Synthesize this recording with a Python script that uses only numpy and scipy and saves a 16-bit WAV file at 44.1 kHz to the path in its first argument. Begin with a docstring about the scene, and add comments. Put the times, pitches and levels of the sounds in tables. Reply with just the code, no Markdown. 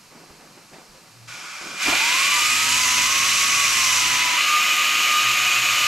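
"""An air die grinder works inside an iron engine block, heard close up in a workshop.
Someone shuffles about; the throttle cracks open and leaks air, then the vane motor spins up to a whine,
one puff of air per vane. The burr bounces on the iron and rasps off chips, then settles into a smooth
cut where each deeper bite slows the vanes and swells the whine."""
import sys
import numpy as np
from scipy import signal
from scipy.fft import rfft, irfft
from scipy.io import wavfile

SR = 44100
rng = np.random.default_rng(int(sys.argv[2]) if len(sys.argv) > 2 else 0)


def to_wav(sig):
    """Store sig (one row per channel, or 1-D mono) as 16-bit WAV at the path in sys.argv[1].

    Samples outside -1..1 are clipped; the rate is SR.
    """
    pcm = np.clip(np.atleast_2d(sig), -1, 1) * 32767
    pcm = np.round(pcm).astype(np.int16)
    wavfile.write(sys.argv[1], SR, pcm.T)  # frames by channels


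N = 258867
T = np.arange(N) / SR
HZ = np.fft.rfftfreq(N, 1 / SR)
VANES = 5
START_S, SETTLE_S = 1.855, 4.37  # rotor breaks free; chatter stops

# thumb on the throttle: time_s, opening (0-1)
THROTTLE = [(1.27, 0.01), (1.75, 0.35), (1.82, 0.88), (1.89, 0.97)]
# motor speed before sag and sway: time_s, vane_hz
SPEED = [(1.855, 90), (1.903, 546), (1.95, 775), (2.05, 942), (2.28, 1143), (2.43, 1222), (2.62, 1270),
         (3.3, 1250), (3.7, 1223), (4.0, 1254), (4.36, 1279), (4.372, 1230)]
# burr pressure on the iron: time_s, pressure_db
PRESSURE = [(1.95, -9), (2.35, -2), (2.8, -1), (3.3, -2), (3.87, -1), (4.2, -2.5), (4.45, -8), (5.3, -6.5),
            (5.7, -2.5)]
# spectrum of scrape and air spit: freq_hz, density_db
BRIGHT_HISS = [(2500, -33), (3600, -6.5), (4500, -3.5), (5400, -1.5), (7600, -1), (8400, -5.5), (9300, -10),
               (12200, -11.5), (14000, -26), (15600, -44)]
# spectrum of the shaken block: freq_hz, density_db
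RUMBLE = [(20, -10), (45, -2), (90, 0), (160, -4.5), (300, -21.5), (600, -30)]


def amp(db):
    """Decibels to gain."""
    return 10 ** (np.asarray(db) / 20)


def unit(x):
    """Scale to rms 1."""
    return x / np.sqrt(np.mean(x ** 2) + 1e-20)


def read(points, hz):
    """Interpolate on a log-frequency axis."""
    freq_hz, value = np.transpose(points)
    return np.interp(np.log(hz + 1), np.log(freq_hz + 1), value)


def curve(rows, column=1):
    """One column of a time table, per sample."""
    rows = np.array(rows)
    return np.interp(T, rows[:, 0], rows[:, column])


def level(rows, column):
    """Gain from a dB column, falling 500 dB/s outside the table's times."""
    outside_s = np.maximum(rows[0][0] - T, 0) + np.maximum(T - rows[-1][0], 0)
    return amp(curve(rows, column) - 500 * outside_s)


def ramp(start_s, length_s):
    """Linear rise from 0 to 1."""
    return np.clip((T - start_s) / length_s, 0, 1)


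def held(start_s, end_s, attack_s, t60_s):
    """Attack, hold until end_s, decay."""
    return ramp(start_s, attack_s) * amp(-60 * np.maximum(T - end_s, 0) / t60_s)


def noise():
    """White noise."""
    return rng.standard_normal(N)


def colour(x, spectrum):
    """Filter by a dB spectrum; rms 1."""
    return unit(irfft(rfft(x) * amp(read(spectrum, HZ)), N))


def wander(rate_hz):
    """Random drift up to rate_hz; rms 1."""
    return unit(irfft(rfft(noise()) / (1 + (HZ / rate_hz) ** 4), N))


def resonate(x, hz, width_hz):
    """Steep resonance whose centre may glide; rms 1."""
    carrier = np.exp(2j * np.pi * np.cumsum(hz * np.ones(N)) / SR)
    pole = np.exp(-np.pi * width_hz / SR)
    baseband = signal.lfilter([(1 - pole) ** 2], [1, -2 * pole, pole * pole], x / carrier)
    return unit((carrier * baseband).real)


def hush():
    """Steady background noise of the shop."""
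    spectrum = [(25, -9), (80, -11), (150, 4), (400, -8), (1200, -3.5), (1900, -9), (2400, -5), (3400, -12),
                (4500, -5.5), (7500, -10.5), (9700, -15.5), (12200, -17), (14000, -24), (15600, -40)]  # freq_hz, density_db
    return amp(-50.5) * colour(noise(), spectrum)


def footwork(scuff_t60_s=0.68):
    """Shoes and clothes shuffle; each soft knock carries a scuff."""
    shuffles = [(.1, 0.13, -47), (0.28, .04, -48), (0.385, 0.13, -49.5), (0.548, 0.035, -48.5),
                (0.702, 0.089, -47), (0.928, .07, -53), (1.32, .13, -51.5), (1.594, .15, -43)]  # start_s, length_s, relative_db
    cloth_spectrum = [(65, -54), (110, -24), (139, -2.5), (189, -4), (382, -2), (470, -7), (712, -7),
                      (773, -8), (3000, -18), (3900, -50), (6600, -120)]  # freq_hz, density_db
    knocks = [(.304, -43, 70, .06, -71), (0.732, -43, 165, 0.1, -46), (.89, -55, 38, .4, -74),
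              (.945, -49, 522, 0.19, -57), (1.614, -39, 343, .07, -69), (1.684, -43, 300, .08, -59)]  # start_s, peak_db, pitch_hz, t60_s, scuff_db
    grit_spectrum = [(100, -23), (400, 5), (1300, -3), (3000, -8), (7000, -11), (14000, -34)]
    moves = sum(amp(db) * held(s, s + length_s, .025, 0.27) for s, length_s, db in shuffles)
    out = amp(-2) * moves * colour(noise() * (1 + 0.2 * wander(56)), cloth_spectrum)
    grit = colour(noise(), grit_spectrum)
    for start_s, peak_db, pitch_hz, t60_s, scuff_db in knocks:
        age_s = np.maximum(T - start_s, 0)
        out += amp(peak_db - 60 * age_s / t60_s) * np.sin(2 * np.pi * pitch_hz * age_s)
        out += amp(scuff_db - 60 * age_s / scuff_t60_s) * (T > start_s) * grit
    return out


def drone(from_hz=108, to_hz=126):
    """A brief low drone swells, rises a little and fades."""
    progress = ramp(1.06, 0.36)
    hz = (from_hz + (to_hz - from_hz) * progress) * (1 + 0.064 * wander(40))
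    return amp(-50) * np.sin(np.pi * progress) ** 2 * unit(np.sin(2 * np.pi * np.cumsum(hz) / SR))


def airflow(range_db):
    """Throttle gain: about range_db down when cracked, 1 at full opening."""
    return ramp(THROTTLE[0][0], 0.016) * amp(-range_db * (1 - curve(THROTTLE)))


def leak():
    """Air slips past the throttle with a breathy whistle that fades during spin-up."""
    spectrum = [(290, -53), (500, -17), (560, -14), (724, -14.5), (1450, -1), (1830, -11), (2360, -1),
                (2880, -10), (3370, -8.5), (3880, -12.5), (5160, -8.5), (7470, -12), (9380, -22.5),
                (11400, -22.5), (15000, -42)]  # freq_hz, density_db
    open_s = THROTTLE[0][0]
    rush = amp(-29) * airflow(range_db=10) * held(open_s, 2.17, .005, t60_s=1.6)
    whistle = amp(-28.5) * airflow(range_db=26) * held(open_s, 2.254, .005, t60_s=0.99)
    return rush * colour(noise(), spectrum) + whistle * resonate(noise(), hz=2395, width_hz=75)


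def motor_air():
    """Strength of the air passing through the motor."""
    return amp(-22.5) * airflow(range_db=45)


def exhaust(turns, puff_depth=.3):
    """Spent air hisses out in puffs and howls in the crankcase, surging as the chatter stops."""
    spectrum = [(100, -38), (200, -20.5), (330, -13.5), (450, -21.5), (600, -14.5), (850, -17), (1050, -6),
                (1750, -4.5), (2400, 0), (3500, -3), (5200, -7.5), (7200, -9), (9000, -18), (12500, -20),
                (14200, -25), (15700, -43)]  # freq_hz, density_db
    # exhaust and crankcase resonances: centre_hz, width_hz, relative_db, smooth_cut_gain_db
    cavity_modes = [(1138, 98, -7.5, 2.5), (2059, 230, 0, -1.5), (2318, 240, -2, 2.5), (2505, 170, -0.5, 3),
                    (2728, 150, -3, 4), (2947, 120, -1.5, 3)]
    settled = ramp(SETTLE_S, .01)
    jet = noise() * (1 + puff_depth * np.cos(2 * np.pi * VANES * turns))
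    rush = amp(-0.16 + 0.76 * settled) * colour(jet, spectrum)
    howl = sum(amp(db + gain_db * ramp(SETTLE_S, 0.0086)) * resonate(noise(), hz, width_hz)
               for hz, width_hz, db, gain_db in cavity_modes)
    surge_db = 4 * held(SETTLE_S, SETTLE_S + 0.024, .005, t60_s=0.27)
    swell_db = 0.5 * settled * wander(8)
    gusts = 1 + 0.037 * wander(40)
    return motor_air() * gusts * (rush + amp(-9 + surge_db + swell_db) * howl)


def spit(attack_s=0.026):
    """Bright spit of air as the throttle is squeezed wide."""
    wide_s = THROTTLE[2][0]
    envelope = held(wide_s - attack_s / 2, wide_s + attack_s / 2, attack_s, t60_s=0.59)
    return amp(-31) * envelope * colour(noise(), BRIGHT_HISS)


def cough(attack_s=.014, length_s=0.077):
    """The rotor breaks free with a burst of air and a faint after-rush."""
    spectrum = [(40, -23), (80, -6), (180, -5), (280, 5), (420, -4), (550, -3), (1200, 4.5), (1700, -4),
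                (3000, -39)]  # freq_hz, density_db
    burst = amp(-30) * held(START_S, START_S + length_s, attack_s, t60_s=0.25)
    after_rush = amp(-51) * held(START_S, START_S + length_s, attack_s, t60_s=1.6)
    return (burst + after_rush) * colour(noise(), spectrum)


def kick(pitch_hz=278):
    """The starting rotor's jolt thumps through the block."""
    ring = np.sqrt(2) * amp(-29) * np.sin(2 * np.pi * pitch_hz * T)
    thud = amp(-38) * colour(noise(), RUMBLE)
    return held(START_S, START_S + 0.038, 0.018, t60_s=0.12) * (ring + thud)


def bite_depth():
    """The burr digs in and eases off during the smooth cut."""
    bites = [(4.555, 0.21, 0.98), (4.799, 0.091, 0.74), (5.15, .22, .85), (5.286, 0.1593, 0.47),
             (5.85, 0.12, 0.36)]  # middle_s, length_s, depth (0-1)
    return sum(depth * np.cos(np.pi * np.clip((T - middle_s) / length_s, -.5, .5)) ** 2
               for middle_s, length_s, depth in bites)


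def shaft_turns(sag_hz=19, jitter=0.0027, sway=0.00299):
    """Running count of rotor turns; speed trembles, sways in the hand and sags at each bite."""
    vane_hz = curve(SPEED) - sag_hz * bite_depth()
    return np.cumsum(vane_hz * (1 + jitter * wander(46) + sway * wander(8))) / SR / VANES


def vane_gain(bite_db=9.5, fade_db_per_s=0.5):
    """The whine grows with speed, loses strength to the chatter and returns in the smooth cut."""
    vane_hz = curve(SPEED)
    free_db = np.maximum(-28 - 20 * (1 - vane_hz / vane_hz.max()), -35)
    rough_db = free_db - 9 * ramp(2.4, .4)
    smooth_db = -30 + bite_db * bite_depth() - fade_db_per_s * (T - SETTLE_S)
    settled = ramp(SETTLE_S, .006)
    return ramp(START_S, 0.014) * amp((1 - settled) * rough_db + settled * smooth_db)


def whine(turns, flutter=0.16, slip_turns=0.014):
    """One puff per vane, sputtering at first; unequal vanes and burr teeth add other shaft orders."""
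    partials = [(2.5, -41, 10.5), (3, -34.5, 7.5), (4, -47, -3), (5.5, -22, 4.5), (6.5, -42, -10),
                (7, -29, -5), (10, -10, 2), (11, -35, 2), (12, -22.5, 9.5)]  # shaft_order, relative_db, smooth_cut_gain_db
    sputter = .6 * held(START_S, START_S + 0.071, .01, t60_s=1.418)
    vanes = vane_gain() * np.sin(2 * np.pi * VANES * turns + sputter * wander(120))
    orders = np.zeros(N)
    for order, db, gain_db in partials:
        cycles = order * (turns + slip_turns * wander(36)) + rng.random()
        gain = amp(db + gain_db * ramp(SETTLE_S, .01)) * (1 + 0.49 * wander(28))
        orders += gain * np.sin(2 * np.pi * cycles)
    vanes *= 1 + (flutter + sputter) * wander(45)
    up_to_speed = ramp(1.94, 0.5)
    return np.sqrt(2) * (vanes + amp(-.5) * up_to_speed * motor_air() * orders)


def rasp(turns, chips_per_s=17000):
    """Teeth tear off chips and squeal; the scrape quietens and a thin hiss near 13 kHz comes in."""
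    tooth_squeal = [(2.1, 7300, -41), (2.5, 7200, -37), (2.9, 6160, -28.5), (3.4, 5938, -27.5),
                    (3.95, 5958, -27), (4.25, 5975, -33), (4.5, 6715, -34), (5.87, 6761, -32)]  # time_s, pitch_hz, level_db
    high_hiss_bands = [(12800, 800, 3), (14000, 1900, -4)]  # centre_hz, width_hz, relative_db
    contact = 1 + 0.073 * np.sin(np.pi * turns) + 0.082 * wander(45)
    chips = noise() * (rng.random(N) < chips_per_s / SR) * contact
    scrape_db = -24.5 + curve(PRESSURE) - 8 * ramp(SETTLE_S - .4, 0.55)
    scrape = ramp(START_S, .02) * amp(scrape_db) * colour(chips, BRIGHT_HISS)
    squeal = resonate(noise() * contact, curve(tooth_squeal), width_hz=1180)
    squeal *= amp(-0.3) * level(tooth_squeal, column=2)
    high_hiss = unit(sum(amp(db) * resonate(chips, hz, width_hz) for hz, width_hz, db in high_hiss_bands))
    return scrape + squeal + amp(-41) * ramp(SETTLE_S, 0.17) * high_hiss


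def shake():
    """Block and pallet rumble under the pressure, less once the chatter stops."""
    level_db = -44 + 2.5 * curve(PRESSURE) - 5 * ramp(SETTLE_S, .1)
    return ramp(START_S, .02) * amp(level_db) * colour(noise(), RUMBLE)


def chatter(turns, jitter=0.00915, full_hz=985, loss_db_per_hz=0.2):
    """The burr bounces at its own rate, weakly when slow, harder on one side of each wobble."""
    bounces = [(2.3, 1060), (2.47, 895), (2.61, 920), (2.8, 1020), (3.02, 990), (3.11, 1074), (3.62, 1135),
               (3.96, 1003), (4.36, 988)]  # time_s, rate_hz
    rate_hz = curve(bounces)
    phase = 2 * np.pi * np.cumsum(rate_hz * (1 + jitter * wander(70.7))) / SR
    tone = np.sin(phase) + amp(-8) * np.sin(2 * phase)
    tone *= 1 + .4 * np.sin(np.pi * turns) + .28 * wander(55)
    level_db = -31.5 - loss_db_per_hz * np.maximum(full_hz - rate_hz, 0)
    return held(bounces[0][0], SETTLE_S, 0.022, t60_s=.03) * amp(level_db) * unit(tone)


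def wobble(turns):
    """The unbalanced burr hums in spells, at the shaft rate and half of it."""
    spells = [(2.45, 3.096, -50.5, -47), (3.152, 4.25, -50, -52), (4.8, 5.17, -59.5, -54),
              (5.202, 5.87, -47.5, -62)]  # start_s, end_s, half_rate_db, shaft_rate_db
    hum = np.zeros(N)
    for start_s, end_s, half_db, shaft_db in spells:
        tone = amp(half_db) * np.sin(np.pi * turns) + amp(shaft_db) * np.sin(2 * np.pi * turns)
        hum += held(start_s, end_s, 0.062, t60_s=.5) * tone
    return np.sqrt(2) * amp(-2) * hum * (0.95 + 0.34 * wander(13))


def hiss(turns):
    """All rushing air and scraping over the shop's hush; fresh noise on each call."""
    return leak() + spit() + cough() + exhaust(turns) + rasp(turns) + hush()


def workshop(x, reflections_per_s=1500, near_t60_s=0.057):
    """Quick reflections off block and floor, then the room's tail."""
    room_decay = [(100, 0.38), (1000, 0.35), (4000, 0.33), (14000, 0.16)]  # freq_hz, t60_s
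    t = T[:SR // 2]
    near = rng.standard_normal(len(t)) * (rng.random(len(t)) < reflections_per_s / SR)
    near *= (t > .003) * amp(-60 * t / near_t60_s)
    hz, age_s, bands = signal.stft(rng.standard_normal(len(t)) * (t > .012), SR, nperseg=256)
    bands *= amp(-60 * age_s / read(room_decay, hz)[:, None])
    tail = signal.istft(bands, SR, nperseg=256)[1][:len(t)]
    echo = amp(-11) * near / np.linalg.norm(near) + amp(-12) * tail / np.linalg.norm(tail)
    return signal.fftconvolve(x, echo)[:N]


def ports(mid, side, image):
    """Left and right microphone signals from mid and side spectra."""
    image = np.array(image)
    left_db, lead_rad = read(image[:, [0, 1]], HZ), read(image[:, [0, 2]], HZ)
    tilt = amp(left_db / 2) * np.exp(.5j * lead_rad)
    return irfft(np.array([(mid + side) * tilt, (mid - side) / tilt]), N)


def scene(tone_send=0.37):
    """Direct sound reaches both ports; the part scattered by the shop differs between them."""
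    scatter = [(50, -24), (200, -13), (600, -10.5), (1100, -12.5), (2200, -10), (4300, -8), (7000, -10),
               (10000, -10), (12500, -6.5), (15000, -1)]  # scattered hiss: freq_hz, gain_db
    # opening stereo image, slightly right: freq_hz, left_minus_right_db, left_lead_rad
    wide_image = [(50, -4, 0), (120, -0.5, 0), (700, -0.5, -0.074), (2500, -1.1, -0.4), (5000, -1, -0.22),
                  (9000, -0.2, -.1), (13000, -1, 0.82), (15000, -8, .5)]
    # from 4.37 s the stereo image narrows to near mono, except in bass and top:
    # freq_hz, left_minus_right_db, left_lead_rad, side_db
    narrow_image = [(100, -0.5, 0, -2), (716, 1, 0, -2.5), (1010, 0, 0, -23), (2200, 0, 0, -61),
                    (7000, 0, 0, -42), (9500, 1, 0, -4), (11400, -2, 0.4, 2), (12700, -9.5, 2.4, 2),
                    (15200, -2, .5, 2)]
    turns = shaft_turns()
    tones = whine(turns) + chatter(turns) + wobble(turns) + shake() + kick() + drone() + footwork()
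    air = hiss(turns)
    mid = rfft(air + tones + workshop(air + tone_send * tones))
    side = rfft(hiss(turns)) * amp(read(scatter, HZ)) + amp(-5) * rfft(workshop(tones))
    narrow_side = side * amp(read([(hz, db) for hz, _, _, db in narrow_image], HZ))
    narrow = ramp(4.37, 0.014)
    return (1 - narrow) * ports(mid, side, wide_image) + narrow * ports(mid, narrow_side, narrow_image)


def record(dry):
    """Steep low-pass at 15750 Hz."""
    taps = signal.firwin(511, 15750, window=("kaiser", 9), fs=SR)
    return signal.oaconvolve(dry, taps[None], "same")


dry = scene()
out = record(dry)
to_wav(out)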